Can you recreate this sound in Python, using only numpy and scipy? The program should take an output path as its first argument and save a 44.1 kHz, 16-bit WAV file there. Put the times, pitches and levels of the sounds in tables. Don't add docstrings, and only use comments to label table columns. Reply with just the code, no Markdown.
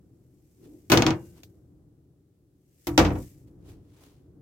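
import sys
import numpy as np
from scipy import signal
from scipy.fft import rfft, irfft
from scipy.io import wavfile
from scipy.ndimage import uniform_filter1d

SR = 44100
rng = np.random.default_rng(int(sys.argv[2]) if len(sys.argv) > 2 else 0)


def master_out(mix):
    frames = np.transpose(np.atleast_2d(mix))
    ceiling = np.clip(frames, -1, 1)
    pcm = np.round(ceiling * 32767).astype(np.int16)
    wavfile.write(sys.argv[1], SR, pcm)


N = 194511
TIME = np.arange(N) / SR
AGE = np.arange(SR) / SR

# [t/s, door (0 left, 1 right), force level/dB, panel ring level/dB, crack level/dB]
KNOCKS = [(0.9182, 0, -10, -19, -12), (.9735, 0, -18, -22, -12), (1.0216, 0, -22, -27.5, -16.5),
          (1.0651, 0, -19.5, -21, -17.5), (1.106, 0, -28.5, -51, -27), (2.9775, 1, -13, -15, -12),
          (2.9894, 1, -15, -18.5, -20.5), (3.0478, 1, -22.5, -32.5, -44), (3.104, 1, -32.5, -32, -48),
          (3.154, 1, -37, -46, -55)]
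# [t/s, door (0 left, 1 right), force level/dB, panel ring level/dB, crack level/dB, jingle level/dB]
CATCH_HITS = [(0.8998, 0, -23, -27, -29.5, -29), (1.4333, 0, -71, -77, -42, -52.5),
              (2.87, 1, -30.5, -32, -35, -29.5)]
# [boom level/dB, wood clatter level/dB, shudder level/dB, ring length as a factor]
DOOR_RESPONSE = [(-2.5, -1, -12, 1.0), (1.5, 0, -8, 0.74)]
# [t/s, t60/s]
SEATED = [(1.125, 0.54), (3.19, 0.4)]
# [f/Hz, level/dB, t60/s]
LEFT_PANEL = [(233.5, -5.5, .3), (319, 3, 0.4), (344.5, -9, 1), (488.5, -9, 0.41), (560, -13.5, 0.06),
              (741, -10.5, 0.1), (692, -14, .22), (961, -13.5, .3), (1182, -14.5, 0.28), (1262, -17.5, .28),
              (981, -15.5, 0.28)]
RIGHT_PANEL = [(252, -18.5, 0.15), (295.56, 6, 0.52), (323.5, -1, 0.23), (498.4, -6, 0.26),
               (593, -22, 0.087), (698, -9.5, 0.26), (759, -6.5, 0.17), (958, -11, 0.26),
               (1163, -20.5, 0.33), (1315, -14, 0.22), (848, -17.5, 0.25)]
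# [f/Hz, level/dB, t60/s]
LEFT_CLOSET = [(60.7, -18, 0.34), (92.2, -11, 0.65), (113.5, -3, 0.47), (141.5, 1, 0.29), (165, -0.5, 0.13),
               (196.6, -6, .2)]
RIGHT_CLOSET = [(58, -7, 0.55), (89.26, -6.5, 0.5), (125, -2, .4), (141, -3.5, 0.14), (185.1, -11, 0.51)]
# [f/Hz, level/dB]
LEFT_FRAME = [(1475, 4.5), (2200, 4.5), (2491, 2.5), (3600, -5.5), (3724, -7), (3949, -6), (4020, -9.5),
              (4358, 3.5), (4998, -4.5), (5224, -8), (6052, -3), (6184, -5)]
RIGHT_FRAME = [(1451, -1.5), (1908, -1), (2291, 0), (2548, -1.5), (2622, -4), (2910, -5.5), (2970, -7.5),
               (3203, -8), (3400, -10), (3938, -9), (5090, -7), (5905, -7)]
# [f/Hz, level/dB per Hz]
WOOD = [(40, -27), (120, -3.5), (200, 2), (310, 2.5), (400, 0), (720, -1.5), (1000, -2.5), (1400, -8.5),
        (2000, -8.5), (3000, -9.5), (4500, -16), (6300, -15.5), (7500, -23.5), (10000, -34), (16000, -31)]
# [f/Hz, t60/s]
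WOOD_T60 = [(100, 1), (300, 1), (700, 0.59), (1400, 0.47), (3000, 0.24), (6000, 0.27), (14000, 0.51)]
# [f/Hz, level/dB per Hz]
CRACK = [(200, -21), (700, 1), (1500, -11), (2900, 2), (4500, -3), (6300, -3), (7800, -13.5), (10000, -27),
         (16000, -23.5)]
# [f/Hz, level/dB per Hz]
CATCH = [(500, -34), (2000, -6.5), (4000, 1), (6500, -1.5), (9500, -8), (12000, -2), (15000, -0.5),
         (16500, -11.5)]
# [f/Hz, level/dB, t60/s]
CATCH_BLOCK = [(76.2, -5, .7), (130, 0, 0.44), (250, -13, .3), (338, 10, 0.31), (814, -19, 0.17)]
# [f/Hz, level/dB, t60/s]
SPRING = [(1491, -54, .8), (1550, -60, 1.15), (2799, -43, .6), (2869, -47, .55)]
# [f/Hz, level/dB per Hz]
RUB = [(100, -22.5), (230, -9.5), (320, 2), (420, -10.5), (600, -24.5), (1500, -51.5), (5000, -70)]
# [f/Hz, level/dB per Hz]
SWISH = [(800, -17), (2000, 1.5), (4000, -2.5), (5500, 3.5), (8000, 5), (10000, 0.5), (13000, 4.5),
         (16000, -2.5)]
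# [t of fastest movement/s, spread/s, level/dB]
STROKES = [(.72, 0.37, -69.5), (1.26, 0.13, -63), (2.92, 0.11, -60), (3.21, 0.1, -54.5)]
# [f/Hz, level/dB per Hz]
SCUFF = [(30, -3), (120, 12.5), (300, 13.5), (900, 7.5), (1500, 1.5), (3000, 2), (6000, -1), (10000, -4),
         (16000, -7)]
# [t of the peak/s, spread/s, level/dB]
SCUFFS = [(0.656, 0.025, -62.5), (1.38, 0.027, -59), (3.482, 0.01, -65), (3.698, 0.034, -56.5),
          (4.035, 0.084, -58)]
# [f/Hz, level/dB per Hz]
RUMBLE = [(12, -70.5), (20, -39.5), (34, -16.5), (43, -5), (118, 2.5), (187, -4.5), (236, -12), (291, -1),
          (654, -26), (809, -28.5), (890, -34), (1240, -36.5), (1390, -38.5), (2000, -46.5), (2600, -69.5),
          (4400, -120)]
# [t/s, level/dB]
RUMBLE_LEVEL = [(0, -55.5), (.5, -60), (1.2, -53), (1.85, -56.5), (2.3, -62.5), (2.85, -63), (3.72, -48),
                (4.0, -58.5), (4.41, -51.5)]
# [f/Hz, coherence]
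LIKENESS = [(100, .995), (250, 0.97), (500, 0.72), (1000, 0.35), (2000, 0.15), (4000, 0.03), (12000, 0)]
# [f/Hz, left minus right level/dB]
BALANCE = [(60, -3.5), (150, 4), (280, 0.38), (500, 2.5), (1000, -1), (2000, 1.6), (4000, 0.5),
           (8000, -0.5), (13000, 5.76)]

FULL_FORCE_DB = -13
BASS_SLOPE = .75
CRACK_T60, CATCH_T60 = 0.026, .11
SHAKE_DB, SHAKE_SLOPE = -29, 2.2
SHUDDER_RISE_S, SHUDDER_T60 = 0.058, 0.72
CLATTER_TOP_HZ, DULLING_DB = 14600, 23.5
CABIN_SHARE, WOOD_EARLY_T60 = 0.25, .3
FRAME_DB, FRAME_SLOPE = -30, 1.1
FRAME_T60, FRAME_FALL = .16, .6
RUB_S, RUB_LENGTH_S, RUB_DB = .56, 0.28, -50
HISS_DB = -82
EDGE_HZ = 16300


def from_db(db):
    return 10 ** (np.asarray(db) / 20)


def read(points, hz):
    f, value = np.transpose(points)
    return np.interp(np.log(hz + 1), np.log(f + 1), value)


def level(curve):
    return from_db(np.interp(TIME, *np.transpose(curve)))


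def dying(t60):
    return np.exp(-np.log(1000) * AGE / t60)


def rising(rise_s):
    return 1 - np.exp(-AGE / rise_s)


def add(mix, s, sound):
    part = mix[:, round(s * SR):][:, :sound.shape[1]]
    part += sound[:, :part.shape[1]]


def sides(hz):
    return from_db(np.multiply.outer([.5, -.5], read(BALANCE, hz)))


def noise(spectrum, size):
    hz = np.fft.rfftfreq(size, 1 / SR)
    mid, side = np.exp(2j * np.pi * rng.random((2, len(hz))))
    same = np.clip(read(LIKENESS, hz), -1, 1)
    mid = mid * np.sqrt(1 + same)
    side = side * np.sqrt(1 - same)
    gain = sides(hz) * from_db(read(spectrum, hz)) * (hz > 15)
    x = irfft(np.array([mid + side, mid - side]) * gain, size)
    return x / x.std()


def doors():
    out = np.zeros((2, N))
    for s, door, force_db, panel_db, crack_db, jingle_db in CATCH_HITS:
        thunk = from_db(panel_db) * ring(CATCH_BLOCK, rise_s=.007, spread=0.93)
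        add(out, s, thunk + contact(round(door), force_db, panel_db, crack_db, jingle_db))
    for s, door, force_db, panel_db, crack_db in KNOCKS:
        seated_s, t60 = SEATED[round(door)]
        since_seated = np.maximum(s + AGE - seated_s, 0)
        damping = np.exp(-np.log(1000) * since_seated / t60)
        jingle_db = SHAKE_DB + SHAKE_SLOPE * (force_db - FULL_FORCE_DB)
        add(out, s, damping * contact(round(door), force_db, panel_db, crack_db, jingle_db))
    add(out, KNOCKS[0][0], ring(SPRING, rise_s=.002, spread=0.76))
    return out


def contact(door, force_db, panel_db, crack_db, jingle_db):
    if door:
        frame, panel, closet = RIGHT_FRAME, RIGHT_PANEL, RIGHT_CLOSET
    else:
        frame, panel, closet = LEFT_FRAME, LEFT_PANEL, LEFT_CLOSET
    boom_db, wood_db, shudder_db, length = DOOR_RESPONSE[door]
    over_db = force_db - FULL_FORCE_DB
    bass_db = FULL_FORCE_DB + BASS_SLOPE * over_db

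    boom = from_db(bass_db + boom_db) * ring(closet, rise_s=0.047, spread=.9)
    shudder = from_db(bass_db + shudder_db) * noise(RUMBLE, SR)
    shudder = shudder * rising(SHUDDER_RISE_S) * dying(SHUDDER_T60)
    panel_ring = from_db(panel_db) * ring(panel, rise_s=0.0025, spread=0.68)

    top_hz = min(CLATTER_TOP_HZ * 10 ** (over_db / DULLING_DB), SR * .45)
    b, a = signal.butter(2, top_hz, fs=SR)
    wood = from_db(force_db + wood_db) * signal.lfilter(b, a, clatter(length))

    frame_modes = [(hz, db, FRAME_T60 * (hz / 2e3) ** -FRAME_FALL) for hz, db in frame]
    frame_ring = from_db(FRAME_DB + FRAME_SLOPE * over_db) * ring(frame_modes, rise_s=0.00036, spread=0.97)
    crack = from_db(crack_db) * noise(CRACK, SR) * dying(CRACK_T60)
    jingle = from_db(jingle_db) * noise(CATCH, SR) * dying(CATCH_T60 * length)
    return boom + shudder + panel_ring + wood + frame_ring + crack + jingle


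def ring(modes, rise_s, spread):
    out = np.zeros((2, SR))
    for k, (hz, db, t60) in enumerate(modes):
        apart = spread * np.arccos(np.clip(read(LIKENESS, hz), -1, 1))
        lag = np.array([[.5], [-.5]]) * apart * (-1) ** k
        tone = np.sin(2 * np.pi * hz * AGE + lag + k * np.pi)
        out += sides(hz)[:, None] * from_db(db) * dying(t60) * tone
    return out * rising(rise_s)


def clatter(length, build_cycles=0.61):
    z, hz = rfft(noise(WOOD, SR)), np.fft.rfftfreq(SR, 1 / SR)
    centres, t60s = np.transpose(WOOD_T60)
    out = np.zeros((2, SR))
    for centre, t60, share in zip(centres, t60s, np.eye(len(centres))):
        band = irfft(z * read(np.c_[centres, share], hz), SR)
        out += band * dying(t60 * length) * rising(build_cycles / centre)
    return out * (CABIN_SHARE + (1 - CABIN_SHARE) * dying(WOOD_EARLY_T60))


def hinge():
    out, size = np.zeros((2, N)), round(RUB_LENGTH_S * SR)
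    drone = noise(RUB, size) * signal.windows.tukey(size, .7)
    add(out, RUB_S, from_db(RUB_DB) * drone)
    return out


def clothing(grain_db=1.5):
    slips = uniform_filter1d(rng.standard_normal(N), size=200)
    grain = from_db(grain_db * slips / slips.std())
    cloth = noise(SWISH, N) * swells(STROKES) + noise(SCUFF, N) * swells(SCUFFS)
    return cloth * grain


def swells(rows):
    return sum(from_db(db) * np.exp(-abs(TIME - s) / spread) for s, spread, db in rows)


def background():
    rumble = noise(RUMBLE, N) * level(RUMBLE_LEVEL)
    hiss = from_db(HISS_DB) * rng.standard_normal((2, N))
    return rumble + hiss


def scene():
    return doors() + hinge() + clothing() + background()


def record(dry):
    lowpass = signal.firwin(511, EDGE_HZ, window=("kaiser", 9), fs=SR)
    return signal.oaconvolve(np.clip(dry, -1, 1), lowpass[None], "same")


dry = scene()
out = record(dry)
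master_out(out)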